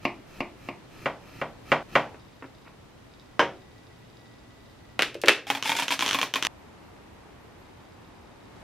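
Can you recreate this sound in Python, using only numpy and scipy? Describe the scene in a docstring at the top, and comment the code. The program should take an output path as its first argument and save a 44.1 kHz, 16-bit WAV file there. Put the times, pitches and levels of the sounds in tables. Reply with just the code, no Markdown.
"""A knife slices a kiwi and knocks on a wooden board, close to the microphone in a small, quiet kitchen.
Then a plate knocks and drags, a steel bowl lands, a plastic lid snaps off a tub and its foil seal peels in jerks.
Contacts are coloured clicks with ringing modes; fizz, drags and crackle are shaped noise, all with echoes.
Filtered noise makes the room air and appliance hums; the handling stops dead at 6.47 s and another air follows."""
import sys
import numpy as np
from scipy import signal
from scipy.fft import rfft, irfft, next_fast_len
from scipy.io import wavfile

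SR = 44100
rng = np.random.default_rng(int(sys.argv[2]) if len(sys.argv) > 2 else 0)


def generate_wav(signal):
    """Clip the signal to [-1, 1] and save it as 16-bit WAV at the path in sys.argv[1]."""
    frames = np.transpose(np.atleast_2d(signal))
    scaled = np.clip(frames, -1, 1) * 32767
    pcm = np.round(scaled).astype(np.int16)
    wavfile.write(sys.argv[1], SR, pcm)


N = 380627
TIME = np.arange(N) / SR
TAPS = 20000  # length of one struck sound or room response, in samples
AGE = np.arange(TAPS) / SR  # seconds since the blow

# knife strokes through the fruit onto the board:
# knock_s, strength_db, treble_db, tip_share (0-1 of the blow), stroke_length_s (before the knock)
KNIFE_CUTS = [(0.0518, 6.5, -3.5, 0.99, 0.047), (0.4048, 4, -6, 0.86, 0.15), (.6870, -2, -6.5, 0.97, 0.12),
              (1.0580, 6.5, -0.5, 0.17, 0.17), (1.4150, 3.5, -3, 0.15, 0.22),
              (1.7178, 13, 1.5, 0.16, 0.079), (1.9540, 12, 3, 0.01, 0.08)]
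# the hand pulls at the foil seal: start_s, end_s, level_db
SEAL_PULLS = [(5.465, 5.5, -46), (5.63, 5.72, -34), (5.74, 5.835, -33), (5.895, 5.935, -32.5),
              (5.99, 6.14, -40), (6.21, 6.24, -42), (6.43, 6.47, -42)]
# thin foil beams its treble at the wall, so the echo is bright: frequency_hz, gain_db
FOIL_WALL_BEAM = [(3000, 1), (6000, 9.5), (9000, 9), (14000, -1)]


def amp(db):
    """Decibels to gain."""
    return 10 ** (np.asarray(db) / 20)


def unit(x):
    """Scales to energy 1."""
    return x / (np.linalg.norm(x) + 1e-20)


def steady(x):
    """Scales to rms 1."""
    return unit(x) * np.sqrt(len(x))


def read(points, hz):
    """Reads a table on a log-frequency axis."""
    table_hz, value = np.transpose(points)
    return np.interp(np.log(hz + 1), np.log(table_hz + 1), value)


def tint(x, points):
    """Filters by a spectrum in dB."""
    size = next_fast_len(len(x) + 1024)
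    gain = amp(read(points, np.fft.rfftfreq(size, 1 / SR)))
    return irfft(rfft(x, size) * gain, size)[:len(x)]


def level(curve):
    """Gain over time from rows (s, dB)."""
    return amp(np.interp(TIME, *np.transpose(curve)))


def held(rows, attack_s, release_s):
    """Gain over time from rows (start s, end s, dB): attack, hold, release."""
    total = 0
    for start, end, db in rows:
        attack = np.clip((TIME - start) / attack_s, 0, 1)
        release = np.clip(1 - (TIME - end) / release_s, 0, 1)
        total = total + amp(db) * attack * release
    return total


def strokes(rows):
    """Pressure of sliding contacts: it builds up from a faint floor, then lets go."""
    total = 0
    for start, end, db in rows:
        corners_s = [start, start + 0.0086, end, end + 0.0067]
        total = total + amp(db) * np.interp(TIME, corners_s, [0.014, 0.14, 0.82, 0])
    return total


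def stereo(mid, side):
    """Left and right from mid and side."""
    return np.array([mid + side, mid - side])


def add(mix, s, sound):
    """Lays a sound into the mix at time s."""
    part = mix[:, max(round(s * SR), 0):][:, :sound.shape[-1]]
    part += sound[..., :part.shape[1]]


def click(colour, treble_db=0, spread_s=0):
    """A causal pulse of this colour, tilted about 2 kHz; in thin sheets the treble runs ahead by spread_s."""
    hz = np.fft.rfftfreq(2048, 1 / SR)
    tilt_db = treble_db * np.tanh(np.log((hz + 1) / 2000))
    log_gain = np.log(amp(read(colour, hz) + tilt_db))
    # minimum phase: the energy comes as early as this spectrum allows
    mirrored = np.r_[log_gain, log_gain[-2:0:-1]]
    spectrum = np.exp(np.conj(signal.hilbert(mirrored)))[:len(hz)]
    # the delay of each frequency, summed up into phase in turns
    turns = np.cumsum(abs(spread_s) * np.exp(-hz / 5000)) * hz[1]
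    pulse = irfft(spectrum * np.exp(-2j * np.pi * turns))[:1024]
    return unit(np.pad(pulse, (0, TAPS - 1024)))


def ring(modes):
    """Struck modes swell over about a cycle and die away; each swings towards or away from the microphone."""
    total = 0
    for hz, db, t60 in modes:
        decay = rng.choice([-1, 1]) * amp(db - 60 * AGE / t60)
        swell = 1 - np.exp(-(2 * hz * AGE) ** 2)
        total = total + decay * swell * np.sin(2 * np.pi * hz * AGE)
    return unit(total)


def grains(per_s, spread_db):
    """Random tiny ruptures of very unequal size, rms 1."""
    hits = (rng.random(N) < per_s / SR) * rng.choice([-1, 1], N)
    return steady(hits * amp(spread_db * np.minimum(rng.exponential(1, N), 3)))


def scatter(near_db, near_t60, room_db):
    """Dense echoes: a quick flurry from the object and counter, then the room's tail."""
    # decay of the room: frequency_hz, t60_s
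    room_decay = [(100, 0.356), (400, 0.45), (1000, 0.28), (2700, 0.26), (6000, 0.27), (15000, 0.18)]
    hz, t, bands = signal.stft(rng.standard_normal(TAPS), SR, nperseg=256)
    bands = bands * amp(-60 * t / read(room_decay, hz)[:, None])
    tail = signal.istft(bands, SR, nperseg=256)[1][:TAPS]
    tail = unit(tail * (1 - np.exp(-AGE / 0.0019)))
    flurry = rng.standard_normal(TAPS) * amp(-60 * AGE / near_t60)
    flurry = unit(flurry * (1 - np.exp(-AGE / 0.0017)))
    return amp(near_db) * flurry + amp(room_db) * tail


def in_room(x, near_db, near_t60, room_db, wall_db=-14, beam=None, wall_s=.0094):
    """Direct sound, one wall echo coloured by the source's beam, and scatter; mostly the treble spreads sideways."""
    # width of the scatter: frequency_hz, side_db
    scatter_width = [(100, -26), (500, -35.5), (2000, -30), (3500, -10), (5500, -3.5), (9000, 3),
                     (14000, -2.5)]
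    mid = scatter(near_db, near_t60, room_db)
    mid[0] += 1  # direct sound
    echo = np.zeros(TAPS)
    echo[round(wall_s * SR)] = amp(wall_db)
    mid += tint(echo, beam) if beam else echo
    side = tint(scatter(near_db, near_t60, room_db), scatter_width)
    return signal.oaconvolve(x[None], stereo(mid, side), axes=1)[:, :len(x)]


def air(colour, curve):
    """Steady ventilation noise, nearly mono in the lowest bass and wide from the low mids up."""
    # width of the air: frequency_hz, side_db
    air_spread = [(60, -21.5), (150, -5), (380, 0.5), (950, -3.5), (2380, -1), (5980, -0.5), (15000, 2)]
    mid, side = (steady(tint(rng.standard_normal(N), colour)) for _ in range(2))
    return level(curve) * stereo(mid, tint(side, air_spread))


def hums():
    """Narrow, wavering tones of appliances: noise through a sharp resonance."""
    # hum and whine: start_s, end_s, pitch_hz, width_hz, level_db
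    appliance_tones = [(0, 6.47, 119, 5, -61), (3.22, 4.99, 1954, 14, -69.5), (0, 8.63, 13001, 12, -86)]
    size = next_fast_len(N)
    bin_hz, out = np.fft.rfftfreq(size, 1 / SR), np.zeros(N)
    noise = rfft(rng.standard_normal(size))
    for start, end, hz, width, db in appliance_tones:
        tone = steady(irfft(noise / (1 + ((bin_hz - hz) / width) ** 4), size)[:N])
        out += amp(db) * tone * (TIME > start) * (TIME < end)
    return out


def slicing(stroke_db=-52.5, db_per_knock_db=.52):
    """Wet cells burst under the blade, louder as the stroke deepens; firm strokes end in harder knocks."""
    # colour of the bursting flesh: frequency_hz, level_db
    flesh_colour = [(60, 8), (200, 11.5), (500, -2), (1500, -5), (2600, -1), (3600, -13), (5000, -12),
                    (8000, -22.5), (14000, -22.5), (16000, -39)]
    rows = [(s - length, s, stroke_db + db_per_knock_db * db) for s, db, _, _, length in KNIFE_CUTS]
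    bursts = steady(tint(grains(per_s=3000, spread_db=3), flesh_colour))
    return in_room(strokes(rows) * bursts, near_db=4.0, near_t60=0.031, room_db=-3.5)


def knife(tip_db=-3, tip_ring_db=-3, board_db=-6.5, board_ring_db=0):
    """The blade breaks through: its tip rings on the wood, its full edge knocks the whole board."""
    # colours of the tip's and the edge's contact: frequency_hz, level_db
    tip_colour = [(40, -33), (130, -17.5), (280, 5), (450, -7.5), (700, -1), (1100, 1.5), (1500, -16.5),
                  (2000, 0), (2400, 3), (3300, -15.5), (5000, -20), (7500, -38.5), (16000, -47)]
    edge_colour = [(40, -36), (140, -8), (300, -12), (550, 4.5), (1000, 3.5), (1600, -1), (2400, -5),
                   (3200, -10), (3900, -20), (5500, -26), (8500, -39.5), (16000, -49)]
    # ringing under the tip and of the whole board: pitch_hz, level_db, t60_s
    tip_ringing = [(151, -8.5, 0.175), (229, -4, .16), (267.4, -2.5, 0.16), (350, -3, 0.3), (605, 2, 0.13),
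                   (703, -3.5, 0.2), (822, -13, .2), (896, -10, 0.26), (1069, -5, 0.2), (1196, -4, .12),
                   (2310, -15, 0.064), (2300, 11.5, 0.016), (2300, -24, 0.052), (2710, -24, .2),
                   (2850, -12.5, 0.32)]
    board_ringing = [(149.4, -12, 0.27), (234.5, -13.5, 0.28), (298, -11.5, 0.32), (396.5, -6, 0.15),
                     (437, -1, 0.077), (495, -2.5, 0.11), (551.3, -3, 0.12), (600, 4, 0.072),
                     (703, 3, 0.095), (840, -14.5, 0.36), (920, -18, 0.16), (1069, -3.5, 0.14),
                     (1190, -9, 0.19), (1447, -3, 0.1), (1565, -10.5, 0.077), (1900, -9, 0.17),
                     (2010, -4.5, 0.084), (2370, -6, 0.079), (2780, -8.5, 0.084), (3220, -9.5, 0.056),
                     (3630, -37, 0.19)]
    ring_stop_s = 1.829  # knocks before this moment stop ringing here
    out = np.zeros((2, N))
    tip_click = click(tip_colour, spread_s=0.001848)
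    tip = amp(tip_db) * in_room(tip_click, near_db=1.5, near_t60=0.026, room_db=-3)
    tip = tip + amp(tip_ring_db) * ring(tip_ringing)
    edge_click = click(edge_colour, spread_s=0.00055)
    edge = amp(board_db) * in_room(edge_click, near_db=0, near_t60=0.08, room_db=1.5)
    edge = edge + amp(board_ring_db) * ring(board_ringing)
    for s, db, treble_db, tip_share, _ in KNIFE_CUTS:
        blow = tip_share * tip + (1 - tip_share) * edge
        knock = np.array([tint(ear, [(500, 0), (4000, treble_db)]) for ear in blow])
        audible = (s + AGE < ring_stop_s) | (s > ring_stop_s)
        add(out, s, amp(db) * knock * audible)
    return out


def plate(ring_db=-4):
    """The plate knocks as it is lifted, and its foot drags softly on the counter as rubbing noise."""
    # colour of the contact: frequency_hz, level_db
    foot_colour = [(50, -43.5), (270, 7), (550, 0.5), (1300, 1), (2600, -6), (4000, -29), (16000, -49)]
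    # ringing of the plate: pitch_hz, level_db, t60_s
    plate_ringing = [(269, 5, .16), (548, 2, .1), (803, -9, 0.11), (1310, -1, .12), (1630, -1, 0.1)]
    # bumps: knock_s, strength_db
    bumps = [(2.145, -24), (2.4243, -17), (2.443, -20)]
    # drags of the foot: start_s, end_s, level_db
    foot_drags = [(2.415, 2.452, -57), (2.64, 2.68, -46.5)]
    drag = strokes(foot_drags) * steady(tint(rng.standard_normal(N), foot_colour))
    out = in_room(drag, near_db=-25.0, near_t60=0.071, room_db=-3.5)
    body = amp(ring_db) * ring(plate_ringing)
    for s, db in bumps:
        bump = in_room(click(foot_colour), near_db=1, near_t60=0.064, room_db=-6)
        add(out, s, amp(db) * (bump + body))
    return out


def ticking(per_s=30, jitter=0.45):
    """A faint, uneven, high ticking in the background: short rings at irregular moments."""
    # pitches of the ticks: pitch_hz, level_db, t60_s
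    tick_ringing = [(3780, 2.5, 0.016), (4640, -1, .012), (4910, -5.5, 0.02)]
    # when the ticking is heard: start_s, end_s, level_db
    tick_spells = [(2.17, 2.72, -69.5), (3.1, 3.25, -65.5), (3.4, 4.97, -71.5), (7.6, 8.63, -72.5)]
    times = np.cumsum(abs(1 + jitter * rng.standard_normal(400))) / per_s
    sizes = amp(2.8 * rng.standard_normal(400))
    train = np.bincount((times * SR).astype(int), sizes, N)[:N]
    ticks = steady(signal.oaconvolve(train, ring(tick_ringing))[:N])
    ticks = ticks * held(tick_spells, attack_s=0.027, release_s=0.03)
    return in_room(ticks, near_db=-15, near_t60=.02, room_db=-8.0)


def bowl(s=3.3942, blow_db=7, ring_db=12):
    """A hand-damped steel bowl lands on the steel counter: one blow and its short ringing."""
    # colour of the contact: frequency_hz, level_db
    bowl_colour = [(40, -28), (130, -10), (330, -2), (1000, 0), (1600, -1), (2400, -6.5), (3300, -9),
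                   (4400, -24), (5500, -21), (7500, -35), (16000, -54)]
    # ringing of the bowl: pitch_hz, level_db, t60_s
    bowl_ringing = [(133, -19, 0.29), (201, -15.5, 0.22), (313.6, -7, 0.27), (376, -14, 0.48),
                    (478, -4, 0.12), (555, -5.5, 0.35), (599, 2, 0.12), (697, -15, 0.25), (939, -1, 0.24),
                    (1017, 6, 0.1), (1290, -4, 0.18), (1500, -6, 0.11), (1610, 4.5, 0.12), (2215, -10, .25),
                    (2750, -30, 0.29), (3000, -12, 0.23), (3120, -1.5, .13), (3400, -19, 0.27),
                    (5100, -11, 0.099), (5884, -18, 0.14)]
    out = np.zeros((2, N))
    blow = in_room(click(bowl_colour), near_db=-1, near_t60=0.15, room_db=0.5)
    add(out, s, amp(blow_db) * blow + amp(ring_db) * ring(bowl_ringing))
    return out


def lid(tight_ring_db=-11, loose_ring_db=-6.0, tight_thump_db=-12, loose_thump_db=-6.0,
        thump_per_treble=0.97):
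    """Rim snaps ring the plastic and thump the hollow tub; dull snaps thump more, a loose lid frees both."""
    # colour of a snap: frequency_hz, level_db
    rim_colour = [(50, -36.5), (160, -18.5), (320, -5), (900, -9), (1700, 0), (2800, 0.5), (3800, -6.5),
                  (5000, -12.5), (7500, -22), (13000, -28.5), (16000, -43.5)]
    # ringing of the tub and of the lid: pitch_hz, level_db, t60_s
    tub_ringing = [(279.7, -13, 0.25), (348, 1.5, 0.15), (408, -2.5, 0.16), (470, 1, 0.1), (568, -1, 0.15),
                   (619, -1.5, 0.0703)]
    lid_ringing = [(1750, 4, .09), (2240, 0.5, .1), (2490, 2, 0.142), (2660, -6, .16), (2740, -15, 0.24),
                   (2660, 1.5, 0.29), (3000, -5.5, 0.12)]
    # the rim slips over the lip: snap_s, strength_db, treble_db
    rim_snaps = [(4.9920, 4.5, -5.5), (5.008, -6, -1), (5.0211, 5, 2), (5.1438, -19, 9),
                 (5.151, -21, -20.5), (5.2158, -16.5, 30.5), (5.2361, -2, -13), (5.2587, -9.5, 11),
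                 (5.2738, -3, -6.5), (5.2828, 13, 0.5), (5.2923, 6.5, -1)]
    loose_s = 5.1  # from here on the lid no longer damps the tub
    out, tub, plastic = np.zeros((2, N)), ring(tub_ringing), ring(lid_ringing)
    for s, db, treble_db in rim_snaps:
        rim_click = click(rim_colour, treble_db, spread_s=0.00201)
        snap = in_room(rim_click, near_db=-1.5, near_t60=0.017, room_db=-3.5, wall_db=-7)
        tight = s < loose_s
        ring_db = tight_ring_db if tight else loose_ring_db
        thump_db = (tight_thump_db if tight else loose_thump_db) - thump_per_treble * treble_db
        add(out, s, amp(db) * (snap + amp(ring_db) * plastic + amp(thump_db) * tub))
    return out


def wrinkles(pull, count=30, over_pull_db=24, spread_db=2):
    """Small buckles at uneven moments, about as strong as the pull: rows (s, dB)."""
    place, size = rng.random(count), rng.standard_normal(count)
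    first_s, last_s = SEAL_PULLS[0][0], SEAL_PULLS[-1][1]
    times = first_s + (last_s - first_s) * (np.arange(count) + place) / count
    pull_db = 20 * np.log10(np.interp(times, TIME, pull) + 1e-9)
    return list(zip(times, pull_db + over_pull_db + spread_db * size))


def foil(crack_db=-6.5, sheet_db=-2.5, cavity_db=-3, air_t60=0.055,
         tub_wall_hz=275, tub_wall_db=-15, tub_wall_t60=0.2):
    """Pulls crackle and buckle the foil; buckles ring the sheet and the tub's air, whose note climbs as it opens."""
    # colours of a buckle and of the crackle: frequency_hz, level_db
    buckle_colour = [(50, -25), (150, -6), (280, -9), (520, -3), (900, 0.5), (1500, -3), (2000, 0),
                     (2500, 0), (3400, -5.5), (4600, -9), (6500, -14.5), (9000, -20.5), (13500, -19.5),
                     (16000, -26)]
    crackle_colour = [(50, -32), (280, -2.5), (900, -2), (1800, 6), (2800, 6), (4800, -0.5), (6500, -4.5),
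                      (9000, -9), (13500, -15), (16000, -54)]
    # ringing of the sheet: pitch_hz, level_db, t60_s
    sheet_ringing = [(1537, -9, .05), (1835, -15, 0.045), (2280, -0.5, 0.075), (2440, 0, 0.081),
                     (3270, 6, 0.029), (3550, -1.5, 0.038)]
    # loud buckles: buckle_s, strength_db
    loud_buckles = [(5.4690, -10.5), (5.5016, 5.5), (5.5500, -2), (5.572, -8.5), (5.6572, -4), (5.694, 3),
                    (5.7181, 2), (5.752, -7), (5.7881, -2), (5.7960, -0.5), (5.8223, -1.5), (5.906, -1),
                    (5.9211, 0.5), (6.024, 3.5), (6.1454, 5), (6.1876, 0.5), (6.229, 1.5), (6.3574, 3)]
    # the air note climbs steadily from the first loud buckle until the seal is wide open
    air_start_hz, air_rise_hz_per_s, air_open_hz = 809, 390, 1077
    out, pull = np.zeros((2, N)), held(SEAL_PULLS, attack_s=0.017, release_s=0.012)
    for s, db in loud_buckles + wrinkles(pull):
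        crack = in_room(click(buckle_colour, spread_s=0.001163), near_db=-3.0, near_t60=0.044,
                        room_db=0.5, wall_db=-13.0, beam=FOIL_WALL_BEAM)
        # the tension of the sheet keeps changing, so its pitches do too
        sheet = ring([(hz * rng.uniform(0.97, 1.04), mode_db, t60) for hz, mode_db, t60 in sheet_ringing])
        air_hz = min(air_start_hz + air_rise_hz_per_s * (s - loud_buckles[0][0]), air_open_hz)
        cavity = ring([(air_hz, 0, air_t60), (tub_wall_hz, tub_wall_db, tub_wall_t60)])
        buckle = amp(crack_db) * crack + amp(sheet_db) * sheet + amp(cavity_db) * cavity
        add(out, s, amp(db) * buckle)
    rupture = click(crackle_colour, treble_db=1.5, spread_s=0.00077)
    crackle = signal.oaconvolve(grains(per_s=300, spread_db=2.0) * pull, rupture)[:N]
    return out + in_room(crackle, near_db=-2.0, near_t60=0.041, room_db=-5.5)


def glue(first_db=-3.0, growth_db_per_s=4):
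    """Dry jerks of the glue letting go, a little stronger as the peeled edge gets longer."""
    # colour of a jerk: frequency_hz, level_db
    jerk_colour = [(50, -19), (350, -3.5), (730, -10.5), (950, -1.5), (2200, -2.5), (3050, 4), (3900, -3.5),
                   (4900, -12), (5900, -6), (7800, -20), (12000, -25), (16000, -35)]
    # moments when the glue lets go: jerk_s
    jerk_times = [5.6253, 5.8814, 5.992, 6.0077, 6.0620, 6.079, 6.0904, 6.1100, 6.1306, 6.2143, 6.3386,
                  6.425, 6.4495, 6.4680]
    out = np.zeros((2, N))
    for s in jerk_times:
        jerk = in_room(click(jerk_colour, spread_s=0.001523), near_db=-3.5, near_t60=0.012,
                       room_db=-3.5, wall_db=-11.5, beam=FOIL_WALL_BEAM)
        add(out, s, amp(first_db + growth_db_per_s * (s - jerk_times[0])) * jerk)
    return out


def scene():
    """The handling stops dead and a second room air follows; the low hum ends with the first,
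    while a faint 13 kHz whine and spells of ticking are heard over both."""
    # colours of the first and the second room air: frequency_hz, relative_level_db
    first_colour = [(15, -56.5), (25, -10.5), (108, -4.5), (145, -7), (212, -9.5), (249, -9.5), (285, -10),
                    (659, -16.5), (863, -17), (1790, -23.5), (1940, -22), (2110, -24.5), (3720, -28.5),
                    (12500, -44.5), (16000, -54.5)]
    second_colour = [(15, -39), (25, -10), (43, -5), (97, -0.5), (134, -5.5), (249, -6), (301, -6.5),
                     (354, -7.5), (641, -12), (863, -10.5), (1700, -19), (1840, -18.5), (2280, -21),
                     (13200, -42.5), (16000, -77)]
    # levels of the first and the second room air: time_s, level_db
    first_level = [(0, -52.5), (2.1, -51), (2.3, -53.5), (4.9, -53), (6.47, -68)]
    second_level = [(6.472, -51), (8.38, -52), (8.63, -49)]
    handling_end_s = 6.4705
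    work = knife() + slicing() + plate() + bowl() + lid() + glue() + foil()
    work = work + air(first_colour, first_level)
    place = np.where(TIME < handling_end_s, work, air(second_colour, second_level))
    return place + hums() + ticking()


def record(dry):
    """Peaks beyond full scale clip; then a steep low-pass at 16.1 kHz limits the band."""
    low_pass = signal.firwin(511, 16100, window=("kaiser", 9), fs=SR)
    return signal.oaconvolve(np.clip(dry, -1, 1), low_pass[None], "same")


dry = scene()
out = record(dry)
generate_wav(out)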